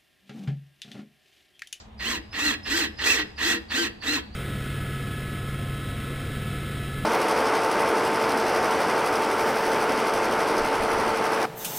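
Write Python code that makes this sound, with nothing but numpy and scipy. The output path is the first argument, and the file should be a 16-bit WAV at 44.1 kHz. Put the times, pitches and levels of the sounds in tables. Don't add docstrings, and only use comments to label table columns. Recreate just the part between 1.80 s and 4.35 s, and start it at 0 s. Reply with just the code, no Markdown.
import sys
import numpy as np
from scipy import signal
from scipy.fft import rfft, irfft
from scipy.io import wavfile
from scipy.ndimage import uniform_filter1d, minimum_filter1d

SR = 44100
rng = np.random.default_rng(int(sys.argv[2]) if len(sys.argv) > 2 else 0)


def gain_from_decibels(decibels):
    exponent = np.asarray(decibels, float) / 20
    return 10 ** exponent


def master_out(mix):
    frames = np.transpose(np.atleast_2d(mix))
    ceiling = np.clip(frames, -1, 1)
    pcm = np.round(ceiling * 32767).astype(np.int16)
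    wavfile.write(sys.argv[1], SR, pcm)


N = 112454


def rms_one(x):
    return x / np.sqrt(np.mean(x ** 2) + 1e-20)


def at_hz(points):
    hz, value = np.array(points).T
    bins_hz = np.arange(N // 2 + 1) * SR / N
    return np.interp(np.log(bins_hz + 1), np.log(hz), value)


def colour(x, spectrum):
    return rms_one(irfft(rfft(x) * gain_from_decibels(at_hz(spectrum)), N))


def low_pass(x, order, hz):
    return signal.sosfilt(signal.butter(order, hz, fs=SR, output="sos"), x)


def drift(rate_hz):
    r = np.exp(-2 * np.pi * rate_hz / SR)
    wander = signal.lfilter([1], [1, -2 * r, r * r], rng.standard_normal(N + SR))
    return rms_one(wander[SR:])


def resonate(x, peaks):
    out = 0
    for k, (hz, width_hz, db) in enumerate(peaks):
        r = np.exp(-np.pi * width_hz / SR)
        zeros = [(1 - r * r) / 2, 0, (r * r - 1) / 2]
        poles = [1, -2 * r * np.cos(2 * np.pi * hz / SR), r * r]
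        out = out + (-1) ** k * gain_from_decibels(db) * signal.lfilter(zeros, poles, x + 1e-18)
    return out


def near_top(mesh_hz):
    top_hz = -minimum_filter1d(-mesh_hz, size=11000)
    return mesh_hz / top_hz


# (time [s], gear-mesh rate [Hz])
SQUEEZES = [
    [(0.185, 251.4), (0.203, 466.3), (0.231, 738), (0.261, 1011), (0.307, 1136), (0.357, 941), (0.385, 554),
     (0.405, 305)],
    [(0.515, 264), (0.531, 453), (0.555, 709), (0.609, 1264), (0.645, 1425), (0.687, 1346), (0.741, 826),
     (0.775, 421)],
    [(0.838, 264.4), (0.852, 501), (0.874, 843.6), (0.908, 1302), (0.956, 1609), (0.992, 1653),
     (1.068, 900.5), (1.095, 474)],
    [(1.175, 261.3), (1.187, 492), (1.211, 910), (1.273, 2422), (1.311, 2783), (1.383, 1532),
     (1.431, 637.7), (1.455, 301)],
    [(1.565, 253.5), (1.579, 531.4), (1.601, 955.0), (1.659, 1617), (1.709, 1738), (1.757, 1004),
     (1.781, 650.3), (1.8, 380.5)],
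    [(1.888, 248.4), (1.9, 448.8), (1.92, 780.3), (1.95, 1332), (1.982, 1581), (2.022, 1560),
     (2.076, 832.5), (2.105, 411.6)],
    [(2.21, 254.1), (2.224, 486.4), (2.248, 881.5), (2.278, 1314), (2.336, 1430), (2.358, 1277),
     (2.398, 758), (2.42, 396)],
]
# (time [s], gear-mesh rate [Hz])
LAST_SQUEEZE = [
    (2.538, 250),
    (2.6, 1000),
]
SQUEEZE_DB = [
    -28,
    -27,
    -26.5,
    -25.5,
    -26,
    -26.5,
    -27,
    -23,
]


def motor():
    attack_s, release_s, loud_grows = 0.018, 0.035, 0.66
    t = np.arange(N) / SR
    mesh_hz, gain = np.full(N, 250.), np.zeros(N)
    for squeeze, db in zip([*SQUEEZES, LAST_SQUEEZE], SQUEEZE_DB):
        s, hz = np.transpose(squeeze)
        on = (t >= s[0]) & (t < s[-1])
        mesh_hz[on] = np.interp(t[on], s, hz)
        rise = np.minimum((t[on] - s[0]) / attack_s, 1)
        fall = np.minimum((s[-1] - t[on]) / release_s, 1)
        gain[on] = gain_from_decibels(db) * (rise * fall) ** 1.94 * (mesh_hz[on] / 1400) ** loud_grows
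    return uniform_filter1d(mesh_hz, size=600), np.abs(uniform_filter1d(gain, size=200))


MESH_PER_TURN = 4.62
# (multiple, level [dB])
MESH_HARMONICS = [(1, -5), (2, -8.5), (3, -6.5), (4, -10.5)]
# (frequency [Hz], width [Hz], level [dB])
HOUSING_PEAKS = [(1031, 111, -9.5), (1575, 67, -6), (1883, 63, -15), (2518, 190, 0.5), (3293, 560, -3.5),
                 (3948, 600, -2), (4162, 190, 0), (4700, 83, -11), (5290, 100, -20)]


def gear_tones(mesh_hz, gain):
    flutter_db, wobble, turn_beat, leak_db = 4.0, 0.005, 0.45, -28.5
    phase = 2 * np.pi * np.cumsum(mesh_hz * (1 + wobble * drift(62.3))) / SR
    tones = sum(gain_from_decibels(db + flutter_db * drift(59)) * np.sin(k * phase) for k, db in MESH_HARMONICS)
    tones *= gain * (mesh_hz / 1400) ** 0.31 * near_top(mesh_hz) ** 1.77
    tones *= 1 + turn_beat * np.sin(phase / MESH_PER_TURN / 2)
    return 2 * resonate(tones, HOUSING_PEAKS) + gain_from_decibels(leak_db) * tones


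# (frequency [Hz], density [dB per Hz])
CLATTER_COLOUR = [(290, -29), (500, -13), (1300, -4.5), (1740, -6.5), (2330, -11.5), (4150, -4.5),
                  (7860, -10), (9090, -22.5), (16000, -18.5)]
# (frequency [Hz], width [Hz], level [dB])
SHELL_PEAKS = [(1725, 145, -1), (1909, 85, 6), (2732, 250, -6), (3227, 67, -2.5), (4220, 410, -15)]


def clatter(mesh_hz, gain):
    hiss_db, ring_db, flutter_db = -6, -5, 1.5
    impacts_per_mesh, size_spread_db = 11, 1.65
    speed = mesh_hz / 1400
    sizes = gain_from_decibels(size_spread_db * np.minimum(rng.exponential(1, N), 5)) * rng.choice([-1, 1], N)
    chance = np.clip(impacts_per_mesh * mesh_hz / SR, 0, 1)
    impacts = rms_one(sizes * (rng.random(N) < chance) / np.sqrt(chance))
    impacts = impacts * gain_from_decibels(flutter_db * drift(30))

    hiss = colour(impacts, CLATTER_COLOUR)
    dull = low_pass(hiss, 2, 4960)
    hiss = dull + (hiss - dull) * speed ** 0.35 * near_top(mesh_hz)

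    steady_rms = np.sqrt(np.mean(resonate(impacts, SHELL_PEAKS) ** 2))
    ring = resonate(impacts * gain * speed ** -0.18, SHELL_PEAKS) / steady_rms
    ring = low_pass(ring, 4, 6900)
    return gain_from_decibels(hiss_db) * gain * hiss + gain_from_decibels(ring_db) * ring


# (frequency [Hz], width [Hz], level [dB])
FRAME_PEAKS = [(224, 55, -8), (284.2, 43.4, -2), (327.6, 14.4, 2.5), (409.4, 34.5, -7.5), (478.8, 27, -6.5)]


def frame(mesh_hz, gain):
    rotor_db, rough_db, lag_s = 1, -11, 0.016
    rotor = np.sin(2 * np.pi * np.cumsum(mesh_hz) / MESH_PER_TURN / SR)
    rotor = rotor * gain_from_decibels(rotor_db + 2.5 * drift(38)) * near_top(mesh_hz) ** 1.1
    rough = rng.standard_normal(N)
    rough = gain_from_decibels(rough_db) * rough / np.sqrt(np.mean(resonate(rough, FRAME_PEAKS) ** 2))
    r = np.exp(-1 / (lag_s * SR))
    lagged = np.abs(signal.lfilter([1 - r], [1, -r], gain))
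    drive = gain_from_decibels(-28.5) * (lagged / gain_from_decibels(-27.5)) ** 0.79
    return resonate((rotor + rough) * drive, FRAME_PEAKS)


# (onset [s], peak level [dB], frequency [Hz])
WHINE_STARTS = [
    (.177, -51.5, 4890),
    (.509, -53, 5040),
    (.83, -47, 5100),
    (1.168, -46.5, 4970),
    (1.558, -49.5, 4830),
    (1.881, -48.5, 4670),
    (2.201, -50.5, 4518),
    (2.532, -54, 4680),
]


def whines():
    rise_s, fade_s, width_hz, octave_db = 0.0041, 0.17, 210, -24
    t, out, noise = np.arange(N) / SR, np.zeros(N), rng.standard_normal(N)
    for s, db, hz in WHINE_STARTS:
        since = np.maximum(t - s, 0)
        shape = (1 - np.exp(-since / rise_s)) * np.exp(-since / fade_s)
        band = [(hz, width_hz, 0)]
        tone = rms_one(resonate(resonate(noise, band), band))
        octave = tone ** 2 - uniform_filter1d(tone ** 2, size=20)
        out += gain_from_decibels(db) * shape * (tone + gain_from_decibels(octave_db) * octave)
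    return out


# (frequency [Hz], left minus right [dB])
PORT_BALANCE = [(100, -12.5), (300, 5), (600, 0), (1400, -1.5), (2800, -1.5), (5600, -4), (9000, 3),
                (15000, 0.5)]
# (frequency [Hz], side minus mid [dB])
PORT_WIDTH = [(60, -17), (130, -70), (290, -10), (640, 1.5), (1410, -6.5), (3100, 1), (6820, 3),
              (15000, 0.5)]


def ports(x):
    lag_share, scatter_s = 0.58, 0.014
    near = np.arange(SR // 10) / SR
    scatter = rfft(rng.standard_normal(len(near)) * np.exp(-near / scatter_s), N)
    scatter /= np.sqrt(uniform_filter1d(np.abs(scatter) ** 2, size=1500))
    side = gain_from_decibels(at_hz(PORT_WIDTH)) * (-1j * lag_share + np.sqrt(1 - lag_share ** 2) * scatter)
    balance = gain_from_decibels(at_hz(PORT_BALANCE) * [[.5], [-.5]])
    return irfft(rfft(x) * (1 + side * [[1], [-1]]) * balance, N)


def shop(x):
    first_wall_s = 0.0092
    t = np.arange(SR) / SR
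    noise = rng.standard_normal((2, SR)) * (t > first_wall_s)
    bass = low_pass(noise, 2, 550)
    dull = low_pass(noise, 6, 8700)
    # (band, level [dB], T60 [s])
    parts = [(bass, -12, 0.73), (dull - bass, -14.5, 0.53), (noise, -12.5, 0.3)]
    tail = sum(gain_from_decibels(db - 60 * t / t60) / np.sqrt(t60 * SR / 14) * part for part, db, t60 in parts)
    return signal.fftconvolve(tail, x[None], axes=1)[:, :N]


# (frequency [Hz], density [dB per Hz])
RUMBLE_COLOUR = [(12, -14), (20, -17), (65, 3), (83, -3), (119, -4), (145, -18), (170, -13.5), (220, 4),
                 (370, -120)]
# (frequency [Hz], density [dB per Hz])
HISS_COLOUR = [(130, -30), (200, -15), (500, -11.5), (830, -8.5), (1600, -19.5), (3700, -22), (5500, -47),
               (9000, -56)]


def background():
    rumble_db, flutter_db, hum_db, hiss_db = -49, -3, -49.5, -57.5
    tail_db, tail_t60_s = -47, 0.21
    rumble = colour(rng.standard_normal(N), RUMBLE_COLOUR)
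    rumble = rumble * gain_from_decibels(rumble_db + 1.5 + flutter_db * drift(6.8))
    hum = resonate(rng.standard_normal(N), [(72, 21, 0)])
    rumble += gain_from_decibels(hum_db) * rms_one(hum)
    apart = colour(rng.standard_normal(N), RUMBLE_COLOUR) * gain_from_decibels(rumble_db - 15)
    mid, side = (colour(rng.standard_normal(N), HISS_COLOUR + [(12000, -75)]) for _ in range(2))
    hiss = gain_from_decibels(hiss_db) * (mid + side * [[1], [-1]])
    tail_colour = CLATTER_COLOUR[:-2] + [(9000, -56)]
    tail = np.array([colour(rng.standard_normal(N), tail_colour) for _ in range(2)])
    tail *= gain_from_decibels(tail_db - 60 * np.arange(N) / SR / tail_t60_s)
    return rumble * gain_from_decibels([[.4], [-.4]]) + apart * [[1], [-1]] + hiss + tail


def scene():
    mesh_hz, gain = motor()
    tool = gear_tones(mesh_hz, gain) + clatter(mesh_hz, gain) + frame(mesh_hz, gain) + whines()
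    return ports(tool) + shop(tool) + background()


def band_limit(x):
    return signal.sosfilt(signal.butter(12, 16180, fs=SR, output="sos"), x)


def record(dry):
    top_cut = signal.cheby2(14, 60, 16050, fs=SR, output="sos")
    mix = signal.sosfilt(top_cut, dry)
    return band_limit(mix)


dry = scene()
out = record(dry)
master_out(out)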